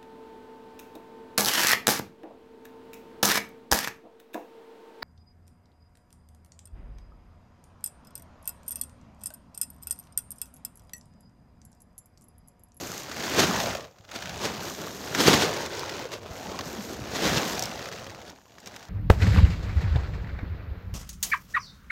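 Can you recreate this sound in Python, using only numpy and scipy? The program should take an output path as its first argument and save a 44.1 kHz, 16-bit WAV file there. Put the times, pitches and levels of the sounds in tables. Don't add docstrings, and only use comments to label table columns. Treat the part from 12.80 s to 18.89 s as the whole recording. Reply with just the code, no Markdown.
import sys
import numpy as np
from scipy import signal
from scipy.fft import rfft, irfft, next_fast_len
from scipy.io import wavfile
from scipy.ndimage import uniform_filter1d

SR = 44100
rng = np.random.default_rng(int(sys.argv[2]) if len(sys.argv) > 2 else 0)


def file_out(sig):
    cols = np.atleast_2d(sig).T
    lim = np.clip(cols, -1, 1)
    pcm = np.round(lim * 32767).astype(np.int16)
    wavfile.write(sys.argv[1], SR, pcm)


N = 268569
TIME = np.arange(N) / SR


def from_db(db):
    return 10 ** (np.asarray(db) / 20)


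def rms_one(x):
    return x / np.sqrt(np.mean(x ** 2) + 1e-20)


def in_time(rows):
    s, *columns = np.transpose(rows)
    return [np.interp(TIME, s, column) for column in columns]


def coloured(x, colour):
    size = next_fast_len(N + SR // 4, True) * 2
    hz, db = np.transpose(colour)
    bin_hz = np.arange(size // 2 + 1) * SR / size
    bin_db = np.interp(np.log(bin_hz + 1), np.log(hz), db, left=db[0] - 6, right=db[-1] - 30)
    cepstrum = irfft(np.log(rms_one(from_db(bin_db))))
    cepstrum[1:size // 2] *= 2
    cepstrum[size // 2 + 1:] = 0
    response = np.exp(rfft(cepstrum))
    return irfft(rfft(x, size) * response)[:N]


def dying(kicks, fade_s):
    return signal.lfilter([1], [1, -np.exp(-1 / (fade_s * SR))], kicks + 1e-18)


def buckles(per_s, spread_db, fade_s, smooth_share):
    sizes = from_db(spread_db * np.minimum(rng.exponential(1, N), 4))
    hits = rng.random(N) < per_s / SR
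    power = dying(hits * sizes ** 2, fade_s / 2)
    nearby = uniform_filter1d(uniform_filter1d(power, size=1800), size=1800)
    evened = power / (np.abs(nearby) + 1e-9)
    return rng.standard_normal(N) * np.sqrt(smooth_share + (1 - smooth_share) * evened)


def crackle(per_s, spread_db, cycles, low_hz, high_hz):
    pitches_hz = np.geomspace(low_hz, high_hz, 14)
    sizes = from_db(spread_db * np.minimum(rng.exponential(1, N), 3.5)) * rng.choice([-1, 1], N)
    clicks = sizes * (rng.random(N) < per_s / SR)
    dealt = rng.integers(0, len(pitches_hz), N)
    out = np.zeros(N)
    for k, hz in enumerate(pitches_hz):
        r, w = np.exp(-hz / (cycles * SR)), 2 * np.pi * hz / SR
        resonance = [1, -2 * r * np.cos(w), r * r]
        out += signal.lfilter([1, 0, -1], resonance, clicks * (dealt == k) + 1e-18) * np.sqrt(w)
    return rms_one(out)


def pops(rows, fade_s, edge_db):
    kicks = np.zeros(N)
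    for s, db in rows:
        kicks[int(s * SR)] = from_db(db)
    return from_db(edge_db) * kicks + dying(kicks, fade_s) * rng.standard_normal(N)


SWELL_SHARE = 0.49


def swells(rows):
    gain = np.zeros(N)
    for s, db, length_s in rows:
        age = np.maximum((s - TIME) / SWELL_SHARE, (TIME - s) / (1 - SWELL_SHARE))
        gain += from_db(db) * np.exp(-age / length_s)
    return gain


# (time of greatest speed [s], flutter level [dB], crinkle level [dB])
SWINGS = [(0.598, -31, -30), (2.488, -29, -29.5), (4.482, -30.5, -28.5)]
# (time [s], flutter level [dB], crinkle level [dB])
SWAY = [(0.0, -41, -42), (0.27, -46.5, -43.5), (0.44, -39, -32.5), (0.9, -34.5, -35), (1.14, -62, -64.5),
        (1.27, -59, -60.5), (1.33, -48, -42.5), (1.72, -39, -39), (2.18, -40.5, -41.5), (2.8, -39, -36),
        (3.21, -40, -39), (3.41, -46, -47.5), (3.74, -40.5, -42.5), (4.22, -41.5, -44),
        (5.08, -42.5, -39.5), (5.5, -50.5, -54.5), (5.64, -62, -64.5), (5.93, -50.5, -48),
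        (6.09, -56.5, -51.5)]
# (time [s], dip [dB], half-length [s])
SLACKS = [(1.416, -0.5, 0.03), (1.953, -7, 0.035), (2.16, -4, 0.064), (2.896, -5, 0.023),
          (3.283, -4, 0.035), (3.4, -5, 0.02), (4.053, -4, 0.027), (4.184, -2.5, 0.023),
          (5.104, -6, 0.0096), (5.824, -1, 0.029)]
PULL_S, COAST_S, COAST_POWER = 0.092, 0.51, 1.167


def motion():
    power = from_db(in_time(SWAY)) ** 2
    for s, *levels_db in SWINGS:
        age_s = TIME - s
        pull = np.exp(np.minimum(age_s, 0) / PULL_S)
        coast = np.clip(1 - age_s / COAST_S, 0, 1) ** COAST_POWER
        power = power + (from_db(levels_db)[:, None] * pull * coast) ** 2
    dips_db = sum(db * np.exp(-((TIME - s) / half_s) ** 2) for s, db, half_s in SLACKS)
    return 10 * np.log10(power) + dips_db


# (frequency [Hz], level per Hz [dB])
FLUTTER_COLOUR = [(90, -29.5), (130, -5.5), (180, -1.5), (400, -0.5), (650, -2.5), (900, -6.5), (1500, -14),
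                  (3000, -76)]
# (frequency [Hz], level per Hz [dB])
CRINKLE_COLOUR = [(350, -31), (700, 3), (1000, -2), (1600, 5), (2200, 0.5), (3300, -0.5), (5000, -1.5),
                  (6600, -4), (8000, -15.5), (10500, -24.5), (13500, -19), (16000, -16)]
POCKETS_PER_S, POCKET_DB, POCKET_CYCLES = 18, -9, 3.4


def rustle(flutter_db, crinkle_db):
    busy = from_db(0.8 * (crinkle_db - np.median(crinkle_db)))
    folds = buckles(per_s=240 * busy, spread_db=2.0, fade_s=0.0018, smooth_share=0.65)
    small_creases = buckles(per_s=420 * busy, spread_db=3.4, fade_s=0.0013, smooth_share=0.24)
    wrinkles = from_db(-3) * crackle(per_s=1200, spread_db=2.5, cycles=2.4, low_hz=728, high_hz=6640)
    pockets = from_db(POCKET_DB) * crackle(
        per_s=POCKETS_PER_S, spread_db=-3.0, cycles=POCKET_CYCLES, low_hz=166.6, high_hz=1170)
    flutter = from_db(flutter_db - 0.5) * (coloured(folds, FLUTTER_COLOUR) + pockets)
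    crinkle = from_db(crinkle_db - 4.53) * (coloured(small_creases, CRINKLE_COLOUR) + wrinkles)
    return flutter + crinkle


# (crest time [s], level [dB], length [s])
FLAPS = [(0.597, -18, 0.035), (0.64, -24, 0.033), (1.36, -33, 0.019), (1.652, -28, 0.056),
         (1.883, -40, 0.024), (2.357, -32.5, 0.0095), (2.407, -21.5, 0.047), (2.481, -15, 0.036),
         (2.54, -19.5, 0.041), (2.622, -23.5, 0.069), (3.336, -35, 0.028), (4.36, -32, 0.033),
         (4.456, -26.5, 0.088), (4.574, -24.5, 0.025), (5.48, -47.5, 0.05), (5.875, -41, 0.016)]
# (frequency [Hz], level per Hz [dB])
FLAP_COLOUR = [(60, -9.5), (180, 5.5), (450, 8), (800, -0.5), (1500, 2), (2200, -0.5), (3600, 0.5),
               (6500, -3.5), (8200, -13), (10500, -19.5), (13500, -15.5), (16000, -26)]
FLAP_BODY_DB = -6.5


def flaps():
    threads = buckles(per_s=5300, spread_db=4.0, fade_s=0.0007, smooth_share=0.28)
    rush = coloured(threads, FLAP_COLOUR)
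    body = from_db(FLAP_BODY_DB) * coloured(rng.standard_normal(N), FLUTTER_COLOUR)
    return swells(FLAPS) * (rush + body)


# (time [s], relative level [dB])
CREASES = [(.315, -21), (.761, -14), (.801, -12), (.95, -17.5), (1.043, -32), (1.185, -38.5), (1.249, -37),
           (1.29, -32), (1.315, -23), (1.424, -21.5), (1.457, -22), (1.494, -21.5), (2.348, -10),
           (3.095, -20), (3.253, -28), (3.318, -24.5), (3.717, -25), (3.79, -17.5), (3.809, -20),
           (4.317, -23), (5.125, -22.5), (5.186, -30), (5.267, -28), (5.303, -29), (5.389, -37),
           (5.416, -30), (5.496, -31), (5.607, -47), (5.72, -40), (5.783, -34.5), (5.86, -29), (5.963, -29),
           (6.028, -31.5)]
CREASE_DB = -12


def creases():
    return from_db(CREASE_DB) * coloured(pops(CREASES, fade_s=0.0047, edge_db=9), CRINKLE_COLOUR)


# (start [s], length [s], hiss level [dB])
DRAGS = [(-0.003, 0.2, -44), (0.796, 0.025, -39.5), (1.828, 0.099, -44.5), (1.98, 0.38, -48.5),
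         (2.406, 0.012, -33), (3.54, 0.1, -53), (3.87, 0.038, -47), (4.02, 0.096, -47.5),
         (4.674, 0.05, -41.5), (5.56, 0.45, -70)]
# (frequency [Hz], level per Hz [dB])
SLIDE_COLOUR = [(2000, 4), (4500, 8.5), (6500, 12.5), (8200, 2.5), (10500, -3.5), (13800, 6), (16000, -14)]
# (time [s], height [0-1])
HEIGHT = [(0, 0.03), (0.55, 0), (1.0, 0.61), (1.45, 0.45), (1.9, 0.07), (2.45, 0.07), (2.8, 0.78),
          (3.05, 0.82), (3.4, 0.71), (3.8, 0.12), (4.15, 0.0), (4.55, 0.06), (4.9, 0.52), (5.25, 0.59),
          (5.65, 0.3), (6.09, 0.35)]
DRAG_ATTACK_S, DRAG_RELEASE_S = 0.025, 0.068
USUAL_DB = -40
RUB_DB, RUB_FOLLOWS, RUB_LIFT_DB = -53, 1.16, -9


def sliding(crinkle_db):
    height, = in_time(HEIGHT)
    rub_db = RUB_DB + RUB_FOLLOWS * (crinkle_db - USUAL_DB) + RUB_LIFT_DB * height
    power = from_db(rub_db) ** 2
    for s, length_s, db in DRAGS:
        rise = np.minimum(TIME - s, 0) / DRAG_ATTACK_S
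        fall = np.maximum(TIME - s - length_s, 0) / DRAG_RELEASE_S
        power = power + (from_db(db) * np.exp(rise - fall)) ** 2
    threads = buckles(per_s=1400, spread_db=13.0, fade_s=0.002, smooth_share=0.64)
    return np.sqrt(power) * coloured(threads, SLIDE_COLOUR)


# (time [s], relative level [dB])
TICKS = [(2.820, -30), (2.861, -27), (2.994, -24.5), (4.794, -19.5), (4.824, -17), (4.837, -21.5),
         (4.856, -24.5), (5.501, -39), (5.802, -40), (5.860, -38), (5.873, -32.5), (5.963, -36)]
# (frequency [Hz], level per Hz [dB])
TICK_COLOUR = [(800, -32), (3000, -4), (5500, 10), (8000, -1.5), (11000, -13), (14000, -4), (16000, -16)]


def ticks():
    return from_db(-6) * coloured(pops(TICKS, fade_s=0.0026, edge_db=14), TICK_COLOUR)


LOW_LAG_S, LAG_PER_HEIGHT_S = 0.00037, 0.001954
LOW_ECHO, ECHO_PER_HEIGHT = 0.21, 0.38


def over_ground(x, grass_cut_hz):
    height, = in_time(HEIGHT)
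    lag_s = LOW_LAG_S + LAG_PER_HEIGHT_S * height
    strength = LOW_ECHO + ECHO_PER_HEIGHT * height
    dull = signal.sosfilt(signal.butter(1, grass_cut_hz, fs=SR, output="sos"), x)
    return x + strength * np.interp(TIME - lag_s, TIME, dull)


# (crest time [s], level [dB], length [s])
WHOOFS = [(0.6, -34, 0.031), (0.77, -36, 0.055), (1.6, -45, 0.35), (2.54, -35.5, 0.079), (3.42, -48, 0.05),
          (3.8, -46, 0.29), (4.23, -37, 0.13), (4.53, -36.5, 0.14), (5.0, -45, 0.14), (5.29, -48, 0.17)]
# (time [s], level [dB], frequency [Hz], ring [cycles])
THUMPS = [(0.599, -24, 221, 1.2), (0.69, -23, 193, 2.7), (0.95, -24, 590, 2), (1.199, -44, 111, 0.65),
          (2.4815, -8, 357, 0.8), (2.492, -18, 176, 1.6), (2.535, -15, 280, 1.7), (2.632, -22.5, 387, 4.9),
          (3.253, -29, 490, 2.8), (3.506, -32, 85, 0.62), (4.2, -37, 126, 1.9), (3.66, -33, 860, 2.9),
          (3.717, -28, 417, 1.6), (3.724, -42, 1050, 3.3), (3.744, -30.5, 1070, 4.3),
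          (3.792, -29, 1090, 4.3), (3.985, -32.5, 208, 3.4), (4.125, -27.5, 340, 1.3),
          (4.359, -40, 229, 1.3), (4.456, -26, 182, 1.4), (4.568, -26, 147, 1.4), (5.389, -37, 910, 2)]
# (frequency [Hz], level per Hz [dB])
BILLOW_COLOUR = [(22, -38), (40, -15.5), (62, -2), (120, 0), (170, -14), (300, -27.5)]
BILLOW_DB, BILLOW_FOLLOWS = -50.5, 0.77


def air(flutter_db):
    billow = from_db(BILLOW_DB + BILLOW_FOLLOWS * (flutter_db - USUAL_DB))
    push = np.hypot(billow, swells(WHOOFS))
    out = push * coloured(rng.standard_normal(N), BILLOW_COLOUR)
    for s, db, hz, ring_cycles in THUMPS:
        cycles = np.clip((TIME - s) * hz, 0, 60)
        age = 2 * cycles / ring_cycles
        out -= from_db(db) * np.sin(2 * np.pi * cycles) * age * np.exp(1 - age)
    return out


# (frequency [Hz], level per Hz [dB])
WIND_COLOUR = [(30, 12), (90, 6), (250, -16), (600, -37), (2200, -48), (7000, -2.5), (8500, -35),
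               (11000, -40), (13700, -9), (15700, -53)]
WIND_DB = -69


def wind():
    return from_db(WIND_DB) * coloured(rng.standard_normal(N), WIND_COLOUR)


def scene():
    flutter_db, crinkle_db = motion()
    cloth = rustle(flutter_db, crinkle_db) + flaps() + creases() + sliding(crinkle_db) + ticks()
    cloth = over_ground(cloth, grass_cut_hz=780)
    return (from_db(1.73) * cloth + air(flutter_db) + wind())[None]


RUMBLE_CUT_HZ, CUTOFF_HZ = 37, 15750


def record(dry):
    lean = signal.sosfilt(signal.butter(3, RUMBLE_CUT_HZ, "high", fs=SR, output="sos"), dry)
    return signal.sosfilt(signal.ellip(12, 0.1, 90, CUTOFF_HZ, fs=SR, output="sos"), lean)


dry = scene()
out = record(dry)
file_out(out)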